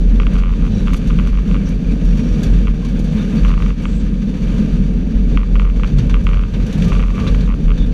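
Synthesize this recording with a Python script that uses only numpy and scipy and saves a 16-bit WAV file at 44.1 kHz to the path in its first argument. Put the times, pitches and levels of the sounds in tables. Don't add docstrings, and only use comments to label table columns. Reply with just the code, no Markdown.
import sys
import numpy as np
from scipy import signal
from scipy.fft import rfft, irfft
from scipy.io import wavfile
from scipy.ndimage import uniform_filter1d, minimum_filter1d

SR = 44100
rng = np.random.default_rng(int(sys.argv[2]) if len(sys.argv) > 2 else 0)


def output_pcm(signal):
    pcm = np.clip(np.atleast_2d(signal).T, -1, 1) * 32767
    wavfile.write(sys.argv[1], SR, np.round(pcm).astype(np.int16))


N = 349868
TIME, FREQS = np.arange(N) / SR, np.arange(N // 2 + 1) * SR / N

# start_s, length_s, level_db, swing_hz
BUMPS = [(-.03, 0.31, -8.5, 41.7), (0.325, 0.22, -9.5, 43.37), (0.608, 0.031, -6.5, 40.7),
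         (0.697, 0.043, -13.5, 42.8), (0.81, 0.14, -10.5, 41.1), (1.06, 0.075, -10.5, 44.2),
         (1.16, 0.25, -11, 44.15), (1.468, 0.1, -12.5, 45.4), (1.7, 0.078, -12, 43.16),
         (1.851, 0.077, -11, 43), (2.027, 0.13, -10, 43.73), (2.253, 0.09, -12, 43.6),
         (2.454, 0.26, -9.5, 44.34), (2.87, 0.22, -16, 42.7), (3.4, 0.17, -8.5, 42.74),
         (3.603, .12, -10.5, 43.2), (3.826, 0.39, -16, 43.6), (4.406, 0.21, -15, 44.13),
         (4.674, 0.4, -14, 43.3), (5.133, 0.19, -11, 43.05), (5.342, 0.069, -7.5, 43.06),
         (5.444, 0.093, -13.5, 43.9), (5.511, 0.34, -10, 43.6), (5.915, 0.049, -8, 42.24),
         (6.035, .15, -10.5, 42.73), (6.233, 0.21, -9.5, 43), (6.562, 0.093, -14, 43.7),
         (6.77, 0.093, -13.5, 42.74), (6.893, 0.23, -11.5, 43.85), (7.289, 0.25, -10.5, 43.7),
         (7.627, 0.1, -8.5, 42.4), (7.791, 0.044, -9.5, 42.77), (7.848, 0.056, -12, 43.8)]
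# frequency_hz, gain_db
CABIN = [(50, -17), (100, -15.5), (130, -7.5), (165, 6), (220, 2), (270, -7), (320, -15.5), (365, -22.5),
         (435, -17.5), (510, -21), (620, -28), (800, -36), (1100, -52), (2000, -78.5)]
# start_s, level_db, hardness_db
KNOCKS = [(0.2002, -14, 4), (0.2193, -22, 0), (0.2324, -21, 0), (0.268, -17, 4.5), (0.355, -19.5, -2),
          (0.365, -23, 1), (0.387, -21, -2), (0.436, -19, 1), (0.4583, -23, 0), (0.4928, -22, -5),
          (0.652, -22, -3), (0.8729, -18.5, 1), (0.8815, -15, -0.5), (0.933, -20, 3), (0.9446, -19.5, 5),
          (1.1014, -21, -4), (1.1064, -17.5, -2.5), (1.1886, -18.5, 3), (1.1974, -16.5, -2),
          (1.273, -19, -2), (1.374, -25.5, 4), (1.386, -23, -1), (1.513, -23, 4), (1.5447, -19, 0),
          (1.5537, -19, -3), (1.565, -22, -1), (2.6717, -20, 3), (2.681, -19, 1), (3.449, -15, 1),
          (3.4566, -17.5, -6), (3.468, -21, -7), (3.5046, -18, -5), (3.5153, -17.5, -2), (3.5391, -19, 0),
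          (3.5775, -18.5, -3), (3.6022, -19, -4), (3.6229, -20, 2.5), (3.6622, -22.5, 2), (3.705, -21, 0),
          (3.8547, -15.5, 2.5), (5.3736, -12.5, 3.5), (5.432, -20.5, -3), (5.5555, -18, 3),
          (5.5634, -20.5, -2), (5.5972, -16, 4.5), (5.6186, -20.5, -3), (5.652, -20.5, -3),
          (5.797, -19.5, -6), (5.8345, -15, 3), (5.8451, -16, -1), (6.1426, -14.5, 4), (6.1667, -22, -3),
          (6.2684, -13.5, 5), (6.2901, -18, 0), (6.313, -24, 1), (6.333, -20, 4), (6.344, -21, 1),
          (6.3715, -21, 0), (6.3935, -20, -2), (6.4363, -20.5, -1), (6.9202, -12.5, -4), (6.9292, -16.5, 0),
          (6.9518, -21, 3), (6.995, -20.5, 3), (7.0029, -22, 4), (7.0268, -20.5, 3), (7.0367, -20, 2),
          (7.0829, -24, 1), (7.1039, -22.5, 0), (6.9654, -22, 0), (7.18, -17, -3), (7.1916, -19, -4),
          (7.267, -17.5, -2), (7.3466, -20, 1), (7.5402, -21.5, -3), (7.705, -20, 1), (7.7169, -19.5, -1)]


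def undb(db):
    return 10 ** (np.asarray(db) / 20)


def unit(x):
    return x / np.sqrt(np.mean(x ** 2))


def curves(table):
    times, *columns = np.transpose(table)
    return [np.interp(TIME, times, column) for column in columns]


def shape(points):
    hz, db = np.transpose(points)
    return undb(np.interp(np.log(FREQS + 1), np.log(hz), db))


def band(low_hz, high_hz, order=5):
    return ((1 + (low_hz / (FREQS + 1)) ** (2 * order)) * (1 + (FREQS / high_hz) ** (2 * order))) ** -.5


def colour(x, gain):
    return unit(irfft(rfft(x) * gain, len(x)))


def noise(gain):
    return colour(rng.standard_normal(N), gain)


def steady_noise(gain, window_s):
    x = noise(gain)
    return x / np.sqrt(uniform_filter1d(x ** 2, int(window_s * SR)) + 1e-6)


def walk(rate_hz):
    return noise(np.exp(-(FREQS / rate_hz) ** 2) * (FREQS > 0))


def tone(hz):
    return np.sin(2 * np.pi * np.cumsum(hz) / SR)


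def ring(gain, size=512):
    cepstrum = irfft(np.log(gain), N)
    response = irfft(np.exp(2 * rfft(cepstrum[:size], N)), N)[:size]
    return response / np.abs(response).max()


def add(out, start_s, sound):
    part = out[max(int(start_s * SR), 0):][:len(sound)]
    part += sound[:len(part)]


def shudder_level(attack_s=.021, release_s=.029, sag_db_per_s=5.5, rest_db=-22):
    size = np.full(N, undb(rest_db))
    for start_s, length_s, level_db, _ in BUMPS:
        age = np.maximum(TIME - start_s, 0)
        attack = np.minimum(age / attack_s, 1)
        release = np.exp(-np.maximum(age - length_s, 0) / release_s)
        size = np.maximum(size, attack * release * undb(level_db - sag_db_per_s * age))
    return 20 * np.log10(size)


def shudder(wander_hz=1.3, jolt_db=.9):
    level_db = shudder_level()
    (swing_hz,) = curves([(start_s + length_s / 2, hz) for start_s, length_s, _, hz in BUMPS])
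    swing = tone(swing_hz + wander_hz * walk(10.6)) * undb(jolt_db * walk(17))
    sway = noise(band(16, 65.3, order=3)) * undb(-13 + .28 * level_db + .4 * level_db.mean())
    return unit(swing) * undb(level_db + .1) + sway


def road(load_shares=(.76, .89, .89, .54)):
    # time_s, rumble_db, thud_db, roar_db, spray_db
    surface = [(0.0, -19.5, -33, -40.5, -51.5), (0.99, -17.5, -25.5, -40.5, -48.5),
               (1.98, -18, -30.5, -41, -50.5), (2.38, -17, -22.5, -39, -46.5), (2.78, -18, -31.5, -43, -51),
               (3.37, -18.5, -28.5, -40, -47), (4.16, -18, -32.5, -45, -52.5),
               (4.56, -17.5, -24.5, -39, -47), (4.96, -16.5, -30, -44, -53),
               (5.75, -21.5, -31.5, -39.5, -51.5), (5.95, -17.5, -25, -41, -50),
               (6.34, -22.5, -22.5, -41, -51.5), (6.74, -18, -21, -38.5, -47),
               (7.34, -18, -22.5, -37.5, -48), (7.53, -18.5, -27, -40.5, -52),
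               (7.93, -19.5, -25.5, -41.5, -53)]
    # middle_s, length_s, load_db
    undulations = [(0.336, 0.095, 3), (0.49, 0.29, -6), (0.773, 0.17, 3), (1.01, 0.11, -2),
                   (1.178, 0.043, 0.5), (1.364, 0.26, -6.5), (1.518, 0.15, 3.5), (1.812, .2, -3.5),
                   (1.92, 0.091, 4), (2.461, 0.18, 3), (2.732, 0.2, -5), (3.177, 0.18, 3.5),
                   (3.369, 0.22, 3.5), (3.551, .12, -7.5), (3.746, 0.12, -8), (4.599, 0.13, 2),
                   (4.766, 0.092, 3), (5.329, 0.14, 5), (5.431, .16, -6.5), (5.692, 0.15, -6.5),
                   (5.991, 0.2, 3), (6.463, 0.27, -6.5), (6.871, 0.35, 2.5), (7.08, 0.17, -8.5),
                   (7.268, 0.23, 3), (7.524, 0.16, -6)]
    load_db = sum(db * np.cos(np.pi * np.clip((TIME - middle_s) / length_s, -.5, .5)) ** 2
                  for middle_s, length_s, db in undulations)
    return [surface_db + share * load_db for surface_db, share in zip(curves(surface), load_shares)]


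def tyres(rumble_db, thud_db, roar_db):
    cabin = shape(CABIN)
    rutted_db = thud_db - rumble_db
    depth_db = .18 * (rutted_db - rutted_db.mean())
    thud = steady_noise(band(55, 148), window_s=.14) * undb(thud_db)
    big_panels = steady_noise(cabin * band(118, 182.6, order=8), .06) * undb(depth_db)
    small_panels = steady_noise(cabin * band(194.3, 357, order=8), .072) * undb(-depth_db)
    rumble = (big_panels + small_panels) * undb(rumble_db - 4.5)
    drone = steady_noise(cabin * band(335.5, 524, order=8), .081) * undb((rumble_db + roar_db) / 2 - 7)
    roar = steady_noise(cabin * band(408, 2500, order=8), .038) * undb(roar_db + 2)
    return thud + rumble + drone + roar


def engine(gain_db=-25, scatter_db=3.5):
    # time_s, cycle_hz
    revs = [(0, 33.9), (.8, 34.5), (1.8, 36.2), (2.35, 37.6), (2.8, 38.25), (3.1, 39.0), (3.47, 39.65),
            (4.4, 36.5), (5.1, 36.4), (6.15, 36.8), (6.8, 35.0), (7.3, 36.2), (7.93, 36.3)]
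    # time_s, load_db
    throttle = [(0, -15), (1, -10), (2, 0), (3.4, 1), (3.8, -12), (4.8, -2), (5.6, -6.5), (6, -9.5),
                (6.5, -3.5), (7.2, -6.5), (7.93, -5)]
    cylinder_db = [3.5, -10, 11, -8]
    (cycle_hz,), (load_db,) = curves(revs), curves(throttle)
    firing_count = np.floor(np.cumsum(cycle_hz) * len(cylinder_db) / SR)
    firings = np.flatnonzero(np.diff(firing_count))
    strength_db = np.resize(cylinder_db, len(firings)) + scatter_db * rng.standard_normal(len(firings))
    pulses = np.zeros(N)
    pulses[firings] = undb(strength_db)
    brighter = (FREQS / 200) ** .33
    return colour(pulses, shape(CABIN) * brighter) * undb(gain_db + load_db)


def booms(waver=.064):
    # start_s, length_s, pitch_hz, level_db
    swells = [(.11, 0.058, 219, -19), (.23, 0.074, 93, -28.5), (.57, 0.084, 158.2, -20.5),
              (.63, 0.19, 92.2, -23.5), (.69, 0.075, 198, -18.5), (1.14, 0.076, 170.3, -17.5),
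              (1.531, 0.16, 208.3, -22.5), (2.15, .16, 233, -24), (2.46, 0.11, 228.5, -26.5),
              (2.48, 0.094, 108.8, -22.5), (3.13, 0.092, 196, -20.5), (3.31, 0.095, 219.7, -16),
              (4.19, 0.1313, 207, -25), (4.58, 0.064, 214.5, -19.5), (4.765, 0.087, 195, -18),
              (5.88, 0.2, 143.4, -16.5), (6.62, 0.13, 177.8, -27), (6.76, 0.17, 167.2, -19)]
    out, wobble = np.zeros(N), walk(36)
    for start_s, length_s, pitch_hz, level_db in swells:
        span = slice(int(start_s * SR), int((start_s + length_s) * SR))
        boom = tone(pitch_hz * (1 + waver * wobble[span]))
        add(out, start_s, unit(boom * signal.windows.tukey(len(boom), .8)) * undb(level_db))
    return out


def chatter(half_swing_s=.0114, jitter_s=.001027):
    # start_s, length_s, level_db
    stretches = [(.344, .195, -26.5), (0.62, 0.067, -25), (0.895, .02, -23), (1.12, .02, -28),
                 (1.251, 0.045, -28), (1.3306, .03, -26.5), (1.486, 0.032, -33), (3.482, 0.048, -22.5),
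                 (3.568, .16, -31), (5.381, 0.038, -27), (5.608, 0.1, -27), (6.153, 0.02, -22),
                 (6.279, .18, -27), (7.048, 0.054, -28), (7.478, 0.068, -23), (7.682, 0.027, -25)]
    hard_knocks_s = np.array(KNOCKS)[:, 0]
    for start_s, length_s, level_db in stretches:
        for knock_s in start_s + np.arange(0, length_s, half_swing_s):
            if np.abs(hard_knocks_s - knock_s).min() > half_swing_s / 2:
                yield rng.normal(knock_s, jitter_s), level_db, rng.normal(-2, 3)


def rattle(gain_db=-.46, split_hz=1800, pitch_spread=.041, echo_s=.013):
    # frequency_hz, gain_db
    knock_ring = [(400, -77), (750, -6.5), (1020, 9), (1260, 14.5), (1520, 7.5), (1730, -11.5), (1980, 5.5),
                  (2620, 6), (3270, -1), (3800, -16.5), (4600, -22), (7000, -31), (12000, -54)]
    out, knock = np.zeros(N), ring(shape(knock_ring))
    lower_ring = signal.filtfilt(*signal.butter(2, split_hz, fs=SR), np.pad(knock, 64))[64:-64]
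    upper_ring = knock - lower_ring
    steps = np.arange(len(knock))
    for start_s, level_db, hardness_db in [*KNOCKS, *chatter()]:
        pitch_ratio = rng.normal(1, pitch_spread)
        contact = np.interp(steps * pitch_ratio, steps, lower_ring + undb(hardness_db) * upper_ring)
        add(out, start_s, contact * rng.choice([-1, 1]) * undb(level_db + gain_db))
    t = TIME[:SR // 25]
    reflections = rng.standard_normal(len(t)) * np.exp(-t / echo_s)
    return out + .018 * signal.fftconvolve(out, reflections)[:N]


def underbody():
    # frequency_hz, gain_db
    floor_pan = [(500, -4.5), (950, 6), (1350, 0), (1950, 1), (2600, 7.5), (3600, 3.5), (4600, -4.5),
                 (5150, -10), (5900, -1.5), (6500, -6.5), (8500, -20), (10500, -20.5), (12300, -28),
                 (13700, -26), (14800, -34)]
    # pitch_hz, width_hz, lift_db
    panels = [(930, 82, 2.5), (1223, 100, 6.5), (1590, 510, 9.5), (2303, 73, 5.5), (3570, 98, 4),
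              (4584, 270, 7), (5600, 140, 1.5)]
    lift_db = sum(db / (1 + (2 * (FREQS - hz) / width_hz) ** 2) for hz, width_hz, db in panels)
    return shape(floor_pan) * undb(lift_db) * band(330, 18000)


def flurries(pebbles_per_s=45, fade_s=.011):
    kicks = (rng.random(N) < pebbles_per_s / SR) * rng.uniform(1, 1.67, N)
    return signal.lfilter([1], [1, -np.exp(-1 / (fade_s * SR))], kicks)


def gravel(spray_db, grains_per_s=2600):
    hits = (rng.random(N) < grains_per_s / SR) * rng.choice([-1, 1], N)
    grains = (unit(hits) + rng.standard_normal(N)) * (1 + .22 * flurries())
    pan = underbody()
    coarse = colour(grains, pan * band(770, 2900)) * undb(spray_db + 6.5 + walk(25))
    fine = colour(grains, pan * band(4020, 6700)) * undb(spray_db - .95 + walk(25))
    surge_db = spray_db - spray_db.mean()
    dust = colour(grains, pan * band(7850, 16000, order=8)) * undb(spray_db - 13.5 + .25 * surge_db)
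    return coarse + fine + dust


def stones(gain_db=-3, crunch_db=.4, split_hz=7000, attack_s=.00094, body_t60_s=.12, treble_t60_s=.083):
    # start_s, level_db, tilt_db_per_octave
    strikes = [(.334, -41, 13), (.38, -37, 7), (0.933, -29.5, 10.5), (.964, -34, 12), (1.072, -33, 7),
               (1.271, -38, 8), (1.686, -38.5, 11), (2.047, -39, 9), (2.171, -36.5, 8), (2.431, -26, 9),
               (2.458, -48, 8), (2.847, -33.5, 6.5), (2.884, -42, 11), (2.991, -35.5, 10), (3.04, -39, 10),
               (3.486, -46, 21), (3.618, -36, 5), (3.704, -50, 5), (3.82, -43, 11), (5.315, -37, -2),
               (5.872, -32.5, 3.5), (5.984, -25, 3), (6.095, -25.5, 0.5), (6.237, -45, 12),
               (6.538, -29.5, 0.5), (6.664, -34, 7), (6.726, -30, 7), (6.778, -38, 10), (6.819, -26.5, 3),
               (6.843, -30, 7), (6.881, -31.5, 7), (6.953, -41, 7), (7.066, -45, 11), (7.102, -46, 9),
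               (7.198, -27, 0), (7.273, -24.5, 1), (7.342, -36, 1), (7.405, -33, 3.5), (7.546, -46, 11),
               (7.635, -48, 11), (7.776, -31.5, 2), (7.822, -36, 2), (7.861, -42, 6)]
    out, t = np.zeros(N), TIME[:SR // 4]
    hz = np.arange(len(t) // 2 + 1) * SR / len(t)
    pan = np.interp(hz, FREQS, underbody())
    high_pass = np.interp(hz, FREQS, band(split_hz, SR))
    octaves = np.log2(np.clip(hz, 800, 11000) / 4000)
    attack = 1 - np.exp(-t / attack_s)
    body_fade, treble_fade = undb(-60 * t / body_t60_s), undb(-60 * t / treble_t60_s)
    for start_s, level_db, tilt in strikes:
        chips = rng.standard_normal(len(t))
        roughness = np.repeat(rng.standard_normal(len(t)), SR // 1000)[:len(t)]
        crunch = colour(chips * undb(crunch_db * roughness), pan * undb(tilt * octaves))
        treble = irfft(rfft(crunch) * high_pass, len(t))
        smack = attack * ((crunch - treble) * body_fade + treble * treble_fade)
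        add(out, start_s, smack * undb(level_db + gain_db))
    return out


def squeals(catch_db=3, ramp_s=.024, waver_hz=22):
    # start_s, length_s, lower_hz, upper_hz, level_db, upper_tone_db
    rubs = [(6.86, 0.13, 1194, 2400, -39, -8), (7.125, .2, 1167, 2321, -39, -10),
            (7.783, 0.087, 3420, 3666, -45, 3)]
    out, grip = np.zeros(N), undb(catch_db * walk(90))
    lower_bend, upper_bend = waver_hz * walk(70), waver_hz * walk(70)
    for start_s, length_s, lower_hz, upper_hz, level_db, upper_db in rubs:
        span = slice(int(start_s * SR), int((start_s + length_s) * SR))
        tones = tone(lower_hz + lower_bend[span]) + undb(upper_db) * tone(upper_hz + upper_bend[span])
        contact = grip[span] * signal.windows.tukey(len(tones), 2 * ramp_s / length_s)
        add(out, start_s, unit(tones * contact) * undb(level_db))
    return out


def squeaks(catch_db=.5):
    # start_s, length_s, pitch_hz, width_hz, level_db
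    scrapes = [(0.516, 0.042, 3700, 170, -57), (0.688, 0.17, 3900, 240, -52),
               (0.736, 0.078, 5670, 200, -52), (1.572, .03, 2310, 91, -46),
               (1.646, 0.058, 5870, 600, -49.5), (1.695, .025, 2293, 90.2, -51),
               (1.716, .025, 2390, 100, -48), (1.843, 0.02, 2360, 160, -46),
               (1.881, 0.029, 2420, 130, -44.5), (1.905, .024, 2330, 259, -43),
               (2.001, 0.42, 5630, 150, -55.5), (2.797, 0.092, 1050, 100.6, -48),
               (3.161, 0.074, 3590, 170, -46), (3.185, 0.057, 1446, 119.4, -47),
               (3.364, 0.048, 4510, 190, -48), (3.812, 0.24, 7300, 1200, -59), (3.93, 0.1, 7940, 300, -61),
               (7.266, 0.027, 3680, 906, -36.5), (7.395, 0.06, 4120, 400, -53),
               (7.766, .028, 3625, 249.7, -47)]
    out, grip = np.zeros(N), undb(catch_db * walk(60))
    for start_s, length_s, pitch_hz, width_hz, level_db in scrapes:
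        pressure = grip[int(start_s * SR):int((start_s + length_s) * SR)]
        friction = rng.standard_normal(len(pressure))
        edges_hz = [pitch_hz - width_hz / 2, pitch_hz + width_hz / 2]
        resonance = signal.butter(2, edges_hz, "band", fs=SR, output="sos")
        rasp = signal.sosfilt(resonance, friction) * pressure * signal.windows.tukey(len(friction), .5)
        add(out, start_s, unit(rasp) * undb(level_db))
    return out


def scene():
    rumble_db, thud_db, roar_db, spray_db = road()
    low_end = engine() + shudder() + tyres(rumble_db, thud_db, roar_db) + booms()
    return (low_end + gravel(spray_db) + stones() + rattle() + squeaks() + squeals())[None]


def record(dry):
    ceiling, hold, top_hz = .8, SR // 100, 14800
    gain = np.minimum(1, ceiling / (np.abs(dry) + 1e-9))
    limited = dry * uniform_filter1d(minimum_filter1d(gain, hold), hold)
    return signal.sosfilt(signal.ellip(8, .2, 80, top_hz, fs=SR, output="sos"), limited)


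dry = scene()
out = record(dry)
output_pcm(out)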